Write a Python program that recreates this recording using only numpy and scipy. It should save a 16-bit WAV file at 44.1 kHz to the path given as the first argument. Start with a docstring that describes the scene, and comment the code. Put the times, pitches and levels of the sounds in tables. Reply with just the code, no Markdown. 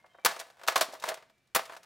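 """On concrete beside a wooden fence, a claw hammer smashes a plastic box fan.
The first blow cracks the grille; the fan is lifted on the hammer, drops back, and rattles as the
claw pulls free; then a second blow lands. Loose plastic ticks and chatters in between.
Enveloped noise, coloured and sent through case resonances, makes the contacts; struck panels add
short sines. Wavering sines whistle as a distant bird, and coloured noise is the outdoor air."""
import sys
import numpy as np
from scipy import signal
from scipy.fft import rfft, irfft, next_fast_len
from scipy.io import wavfile

SR = 44100
rng = np.random.default_rng(int(sys.argv[2]) if len(sys.argv) > 2 else 0)


def unload_wav(signal):
    """Save mono or channel-first audio to the path in sys.argv[1] as 16-bit WAV at rate SR, clipped to [-1, 1]."""
    wavfile.write(
        sys.argv[1],
        SR,
        np.round(np.clip(np.atleast_2d(signal).T, -1, 1) * 32767).astype(np.int16),
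    )


N = 81585
TIME = np.arange(N) / SR  # seconds

ATTACK_S, GRAIN_DB = 0.00078, 4  # rise time constant of a burst; scale of uneven grain strength
SHUDDER_S, BUZZ_S = 0.024, 0.038  # decays of the shell's shudder and of the buzzing grille
SHELL_LOW_HZ = 110  # the light shell radiates little below this


def from_db(db):
    """Logarithmic level: decibels become an amplitude gain."""
    return 10 ** (np.asarray(db) / 20)


def rms_one(x):
    """Normalised power: scale to unit rms."""
    return x / np.sqrt(np.mean(x ** 2) + 1e-20)


def unit_energy(x):
    """Normalised energy: scale the sum of squares to one."""
    return x / np.sqrt(np.sum(x ** 2) + 1e-20)


def cut(x, hz, kind):
    """Second-order filtering: a gentle low- or high-pass."""
    return signal.sosfilt(signal.butter(2, min(hz, .45 * SR), kind, fs=SR, output="sos"), x)


def colour(x, spectrum):
    """Minimum-phase filtering: impose a spectrum causally; white noise keeps its level."""
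    size = 2 * next_fast_len(N)
    hz, db = np.transpose(spectrum)
    bin_hz = np.arange(size // 2 + 1) * SR / size
    gain = rms_one(from_db(np.interp(np.log(bin_hz + 1), np.log(hz), db)))
    # folding the cepstrum onto positive time makes the response causal
    cepstrum = irfft(np.log(gain))[:size // 2]
    response = np.exp(2 * rfft(cepstrum, size) - cepstrum[0])
    return irfft(rfft(x, size) * response)[..., :N]


def grains():
    """Granular fracture: dense tiny breaks and slips of uneven size."""
    strength_db = GRAIN_DB * np.minimum(rng.exponential(1, N), 4)
    return rms_one(rng.standard_normal(N) * from_db(strength_db))


def even_grains():
    """Broadband excitation: noise whose strength is evened out over pitch, as in a broad impact."""
    x = rng.standard_normal(N)
    for _ in range(6):
        z = signal.stft(x, nperseg=512)[2]
        x = signal.istft(z / (np.abs(z) + 1e-12))[1][:N]
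    return rms_one(x)


def bursts(times, levels_db, decays):
    """Exponential decay: bursts with a sharp attack and their own decays, summed in power."""
    power = np.zeros(N)
    for s, db, decay in np.broadcast(times, levels_db, decays):
        start = int(np.clip(s * SR, 0, N - 1))
        t = TIME[:min(N - start, SR // 2)]
        envelope = from_db(db) * (1 - np.exp(-t / ATTACK_S)) * np.exp(-t / decay)
        power[start:start + len(t)] += envelope ** 2
    return np.sqrt(power)


def contacts(times, levels_db, decays, shudder_db):
    """Two-stage decay: the force of each contact dies fast, over a weaker, longer shudder."""
    return np.hypot(bursts(times, levels_db, decays), bursts(times, levels_db + shudder_db, SHUDDER_S))


def delayed(x, s):
    """Time delay: the same sound, s seconds later."""
    return np.interp(TIME - s, TIME, x, left=0)


# spectrum of the outdoor air: frequency_hz [Hz], density_db [relative dB per Hz]
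AIR_SPECTRUM = [(20, -11), (130, 5), (300, -1), (700, -8.5), (2200, -7), (5000, -15), (16000, -27.5)]
AIR_DB = -75.5


def air():
    """Partly coherent noise field: quiet outdoor background, nearly the same on both sides."""
    mid, side = colour(rng.standard_normal((2, N)), AIR_SPECTRUM)
    return from_db(AIR_DB) * (mid + .3 * side * np.array([[1], [-1]]))


# distant bird whistles: start_s [s], length_s [s], pitch_hz [Hz], level_db [dB]
BIRD_WHISTLES = [(-.02, .16, 2121, -70), (.095, .16, 3122, -72), (.12, .14, 3780, -80),
                 (.19, .09, 2326, -69), (1.23, .33, 2326, -80)]
BIRD_WAVER, BIRD_FLUTTER_DB = .007, 2  # rms share of the pitch; rms level


def bird():
    """Multipath modulation: scattered paths make soft, far whistles waver and flutter."""
    out = np.zeros(N)
    for start_s, length_s, pitch_hz, level_db in BIRD_WHISTLES:
        waver, flutter = rms_one(cut(rng.standard_normal((2, N)), 52, "low"))
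        progress = np.clip((TIME - start_s) / length_s, 0, 1)
        swell = np.sqrt(np.abs(np.sin(np.pi * progress ** .5)))
        phase = 2 * np.pi * np.cumsum(pitch_hz * (1 + BIRD_WAVER * waver)) / SR
        out += from_db(level_db + BIRD_FLUTTER_DB * flutter) * swell * np.sin(phase)
    return out


FENCE_SIDE_DB, FENCE_DECAY_S, FENCE_TOP_HZ = -12.5, 0.0023, 4530  # level before the low-pass


def fence():
    """Early scattering: a short impulse response that the fence sends sideways."""
    scatter = unit_energy(even_grains() * TIME * np.exp(-TIME / FENCE_DECAY_S))
    return from_db(FENCE_SIDE_DB) * cut(scatter, FENCE_TOP_HZ, "low")


YARD_DB, YARD_T60_S, YARD_TOP_HZ = -19, 0.43, 10900  # level is for both channels together
YARD_TREBLE_DB, YARD_TREBLE_T60_S = -6, 0.48
YARD_WIDTH, PAN_DB = 0.21, 0.35  # side share of the tail; gain on the first channel, loss on the second


def yard_tail():
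    """Diffuse reverberation: decaying noise with a soft onset and a weaker treble."""
    noise = rng.standard_normal((2, N))
    low = cut(noise, 3300, "low") * from_db(-60 * TIME / YARD_T60_S)
    treble = cut(noise[::-1], 2000, "high") * from_db(-60 * TIME / YARD_TREBLE_T60_S)
    tail = cut(low + from_db(YARD_TREBLE_DB) * treble, YARD_TOP_HZ, "low")
    return from_db(YARD_DB) * unit_energy(tail * (1 - np.exp(-TIME / 0.0049)))


def yard(x):
    """Convolution with impulse responses: the fence and a faint tail widen the sound."""
    tail = yard_tail()
    side_response = fence() + YARD_WIDTH * cut(tail[1], FENCE_TOP_HZ, "low")
    mid = x + signal.fftconvolve(x, tail[0])[:N]
    side = signal.fftconvolve(x, side_response)[:N]
    side = cut(cut(side, 220, "high"), 6000, "low")
    return np.array([(mid + side) * from_db(PAN_DB), (mid - side) * from_db(-PAN_DB)])


# soft handling bumps: start_s [s], level_db [dB]
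HANDLING_BUMPS = [(0.042, -48), (0.145, -45.5), (0.185, -45.5)]
# spectrum of clacks and bumps: frequency_hz [Hz], density_db [relative dB per Hz]
CLACK_SPECTRUM = [(80, -35), (280, -19), (550, -2.5), (1100, -5), (1900, -8), (4000, -16.5), (12000, -31.5)]
BUMP_DECAY_S, BUMP_TOP_HZ = .008, 1950


def bumps():
    """Soft contact: handling before the first blow excites little treble, so the bumps are dull."""
    start_s, level_db = np.transpose(HANDLING_BUMPS)
    bump = colour(bursts(start_s, level_db, BUMP_DECAY_S) * even_grains(), CLACK_SPECTRUM)
    return cut(cut(bump, BUMP_TOP_HZ, "low"), BUMP_TOP_HZ, "low")


# chatter of the loose grille as the fan moves: start_s [s], level_db [dB], interpolated between rows
CHATTER_LEVELS = [(0, -72), (.23, -70.5), (.29, -39), (.40, -56.5), (.47, -60.5), (.56, -67.5),
                  (.65, -57.5), (.80, -97), (.92, -55), (.99, -61.5), (1.09, -34), (1.19, -80.5),
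                  (1.34, -88), (1.54, -88.5), (1.62, -74), (1.75, -49.5), (1.80, -71.5), (1.85, -59)]
CHATTER_PER_S = 500  # mean rate of taps


def chatter():
    """Random impulse train: small taps of the loose grille with chance times, signs and sizes."""
    hits = rng.random(N) < CHATTER_PER_S / SR
    strength_db = 0.93 * np.minimum(rng.exponential(1, N), 3)
    taps = hits * rng.choice([-1, 1], N) * from_db(strength_db)
    return rms_one(taps) * from_db(np.interp(TIME, *np.transpose(CHATTER_LEVELS)))


# loose plastic clacks: start_s [s], body_db [dB], tick_db [dB]
LOOSE_CLACKS = [(.061, -56, -67.5), (0.309, -33.5, -51), (0.363, -37, -44.5), (0.392, -53.5, -35.5),
                (0.398, -38.5, -30.5), (0.411, -37, -43), (0.469, -67, -58), (0.5, -53, -54),
                (0.594, -49, -62), (0.613, -44.5, -70), (0.634, -38.5, -46), (0.666, -40.5, -50),
                (0.721, -31, -44), (0.924, -56, -43.5), (0.951, -41.5, -56), (0.998, -61, -44),
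                (1.023, -40.5, -39), (1.054, -55, -38.5), (1.068, -41, -42), (1.105, -35, -57),
                (1.141, -39.5, -38), (1.173, -42, -65), (1.224, -48.5, -71), (1.297, -57.5, -62.5),
                (1.38, -86.5, -69), (1.472, -78, -67), (1.592, -27, -45), (1.654, -66, -43),
                (1.764, -40.5, -63), (1.767, -63.5, -45), (1.831, -61, -50)]
# spectrum of the plastic tick: frequency_hz [Hz], density_db [relative dB per Hz]
TICK_SPECTRUM = [(60, -39), (500, -14.5), (3500, 2), (8000, -2.5), (16000, -13.5)]
CLACK_DECAY_S, TICK_DECAY_S = 0.0061, 0.0068
TICK_BUZZ_DB, CHATTER_CRACK_DB = -22.5, -14  # buzz relative to the tick; share of chatter heard as ticks


def rattle():
    """Repeated light impact: clacks, each a small body sound and a tick, over random chatter."""
    start_s, body_db, tick_db = np.transpose(LOOSE_CLACKS)
    loose = chatter()
    body = contacts(start_s, body_db, CLACK_DECAY_S, shudder_db=-13.5) * even_grains() + loose
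    tick_force = bursts(start_s, tick_db, TICK_DECAY_S)
    tick_buzz = bursts(start_s, tick_db + TICK_BUZZ_DB, BUZZ_S)
    tick = np.hypot(tick_force, tick_buzz) * grains()
    return colour(body, CLACK_SPECTRUM) + colour(tick + from_db(CHATTER_CRACK_DB) * loose, TICK_SPECTRUM)


# spectra of the hollow case, its hard walls and the low thud:
# frequency_hz [Hz], density_db [relative dB per Hz]
BOOM_SPECTRUM = [(40, -35), (300, -10.5), (480, -2), (680, -1.5), (900, -2), (1400, -11), (4000, -47.5)]
KNOCK_SPECTRUM = [(40, -55.5), (400, -17.5), (750, -3), (1150, 0.5), (1650, -1.5), (2400, -5.5),
                  (4000, -13.5), (16000, -53)]
THUD_SPECTRUM = [(20, -10.5), (70, -3.5), (220, 3.5), (400, -14), (2000, -45.5)]
PANEL_RING_S, PANEL_BOOM_DB = 0.0065, -5  # decay of a struck panel; boom relative to the panel
SHUDDER_DB = -16.5  # relative to the knock
REBOUND_SHARE = .7  # the case slaps back with this share of the force


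def shell(rows, thud_db, rebound_s=None):
    """Impact radiation: a hollow boom, a hard knock and a thud; a rebound repeats the force."""
    start_s, panel_db, _, knock_db, _, decay_s = np.transpose(rows)
    force = [even_grains(), even_grains()]
    if rebound_s:
        force = [rms_one(f + REBOUND_SHARE * delayed(f, rebound_s)) for f in force]
    boom_force = contacts(start_s, panel_db + PANEL_BOOM_DB, decay_s, shudder_db=-13) * force[0]
    knock_force = contacts(start_s, knock_db, decay_s, SHUDDER_DB) * force[1]
    thud_force = bursts(start_s, panel_db + thud_db, PANEL_RING_S) * even_grains()
    boom_and_knock = colour(boom_force, BOOM_SPECTRUM) + colour(knock_force, KNOCK_SPECTRUM)
    return colour(thud_force, THUD_SPECTRUM) + cut(boom_and_knock, SHELL_LOW_HZ, "high")


# hammer blows, two rows each, cracking the grille, then driving the case onto the ground:
# start_s [s], panel_db [dB], pitch_hz [Hz], knock_db [dB], crack_db [dB], decay_s [s]
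HAMMER_BLOWS = [(0.2485, -22, 491, -24.5, -15, 0.0064), (0.2584, -21.5, 806, -11, -14.5, 0.0051),
                (1.5484, -25, 900, -24, -18, 0.0093), (1.5589, -20, 524, -19.5, -23.5, 0.011)]
# the case and grille hit the concrete or snap off the claw, each time on another panel:
# start_s [s], panel_db [dB], pitch_hz [Hz], knock_db [dB], crack_db [dB], decay_s [s]
CASE_KNOCKS = [(0.6755, -47, 360, -30.5, -25, 0.016), (0.6827, -21, 1297, -14.5, -19, 0.0043),
               (0.7572, -25, 692, -21, -18.5, 0.009), (0.7605, -13.5, 1074, -12, -27, 0.0019),
               (0.777, -32, 671, -32, -20, 0.0029), (0.8093, -36, 1280, -23, -19, 0.012),
               (0.8125, -21.5, 623, -23, -35, 0.004), (.825, -29, 1092, -42, -31, 0.0056),
               (0.884, -43.5, 260, -61, -69, 0.031), (0.934, -38.5, 606, -55, -47.5, 0.018),
               (1.0385, -28, 1027, -25.5, -30, 0.0042), (1.079, -31, 669, -37.5, -42, 0.0082),
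               (1.087, -30.5, 668, -31.5, -26, 0.0072), (1.117, -28.5, 647, -29.5, -59, 0.0039),
               (1.696, -36, 1020, -33, -48, 0.0026), (1.721, -41.5, 920, -42, -50, 0.0052),
               (1.733, -49, 710, -42, -52, 0.0036), (1.746, -52, 660, -55, -73, 0.0065)]


def panels():
    """Damped vibration: each heavy contact sets one panel ringing briefly at its own pitch."""
    out = np.zeros(N)
    for start_s, panel_db, pitch_hz, *_ in HAMMER_BLOWS + CASE_KNOCKS:
        tone = np.sin(2 * np.pi * pitch_hz * (TIME - start_s))
        out += bursts([start_s], panel_db, PANEL_RING_S) * tone
    return out


# spectra of the cracking plastic and of the grille buzzing on:
# frequency_hz [Hz], density_db [relative dB per Hz]
CRACK_SPECTRUM = [(50, -42.5), (200, -26), (1000, -9.5), (2500, -1.5), (4300, 2.5), (8500, -3.5),
                  (16000, -9.5)]
BUZZ_SPECTRUM = [(50, -40.5), (300, -17), (2500, -1.5), (4300, 0.5), (9000, -8.5), (16000, -16.5)]
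BUZZ_DB = -18.5  # relative to the crack
BLOW_THUD_DB, KNOCK_THUD_DB = -21, -30.5  # relative to the panel
FIRST_REBOUND_S, SECOND_REBOUND_S = .0099, .0075  # delay of the slap back in each blow


def impacts():
    """Impact and fracture: the shell's body, a ringing panel, and a crack that leaves a duller buzz."""
    start_s, _, _, _, crack_db, decay_s = np.transpose(HAMMER_BLOWS + CASE_KNOCKS)
    first_blow = shell(HAMMER_BLOWS[:2], BLOW_THUD_DB, FIRST_REBOUND_S)
    second_blow = shell(HAMMER_BLOWS[2:], BLOW_THUD_DB, SECOND_REBOUND_S)
    body = first_blow + second_blow + shell(CASE_KNOCKS, KNOCK_THUD_DB)
    crack = colour(bursts(start_s, crack_db, decay_s) * grains(), CRACK_SPECTRUM)
    buzz = colour(bursts(start_s, crack_db + BUZZ_DB, BUZZ_S) * grains(), BUZZ_SPECTRUM)
    return body + cut(panels() + crack + buzz, SHELL_LOW_HZ, "high")


SPLINTER_DB, SPLINTER_HZ = 1, 8800  # relative to the crack, before the high-pass; its corner


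def splinters():
    """Brittle fracture: under the hammer head the grille bars snap with a very bright crackle."""
    start_s, _, _, _, crack_db, decay_s = np.transpose(HAMMER_BLOWS)
    return cut(bursts(start_s, crack_db + SPLINTER_DB, decay_s) * grains(), SPLINTER_HZ, "high")


# resonances of the case: pitch_hz [Hz], width_hz [Hz], level_db [dB over the broad response]
CASE_RESONANCES = [(379.5, 16, -4.5), (521, 32, -9), (667.4, 62, 2.5), (786, 19, -9.5), (923, 90, -9.5),
                   (1125, 89, -8), (1522, 39, -0.5), (1710, 56, -1.5), (2090, 34, -7), (2694, 23, -11)]


def case(x):
    """Modal resonance: the plastic shell adds its short resonances to the direct sound."""
    out = x.copy()
    for pitch_hz, width_hz, level_db in CASE_RESONANCES:
        radius = np.exp(-np.pi * width_hz / SR)
        poles = [1, -2 * radius * np.cos(2 * np.pi * pitch_hz / SR), radius ** 2]
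        gain = from_db(level_db) * (1 - radius ** 2) / 2
        out += gain * signal.lfilter([1, 0, -1], poles, x)
    return from_db(-2) * out


def fan():
    """Superposition: all contacts sound together through the plastic shell."""
    return case(impacts() + splinters() + cut(rattle() + bumps(), SHELL_LOW_HZ, "high"))


def scene():
    """Superposition of sources: the fan in the yard, the bird and the air."""
    return yard(fan()) + bird() + air()


CUTOFF_HZ = 15800


def record(dry):
    """Saturation and band-limiting: peaks are rounded and the top is cut."""
    top = .5  # amplitude the rounded peaks approach
    rounded = top * np.tanh(dry / top)
    return signal.sosfilt(signal.ellip(10, .1, 80, CUTOFF_HZ, fs=SR, output="sos"), rounded)


dry = scene()
out = record(dry)
unload_wav(out)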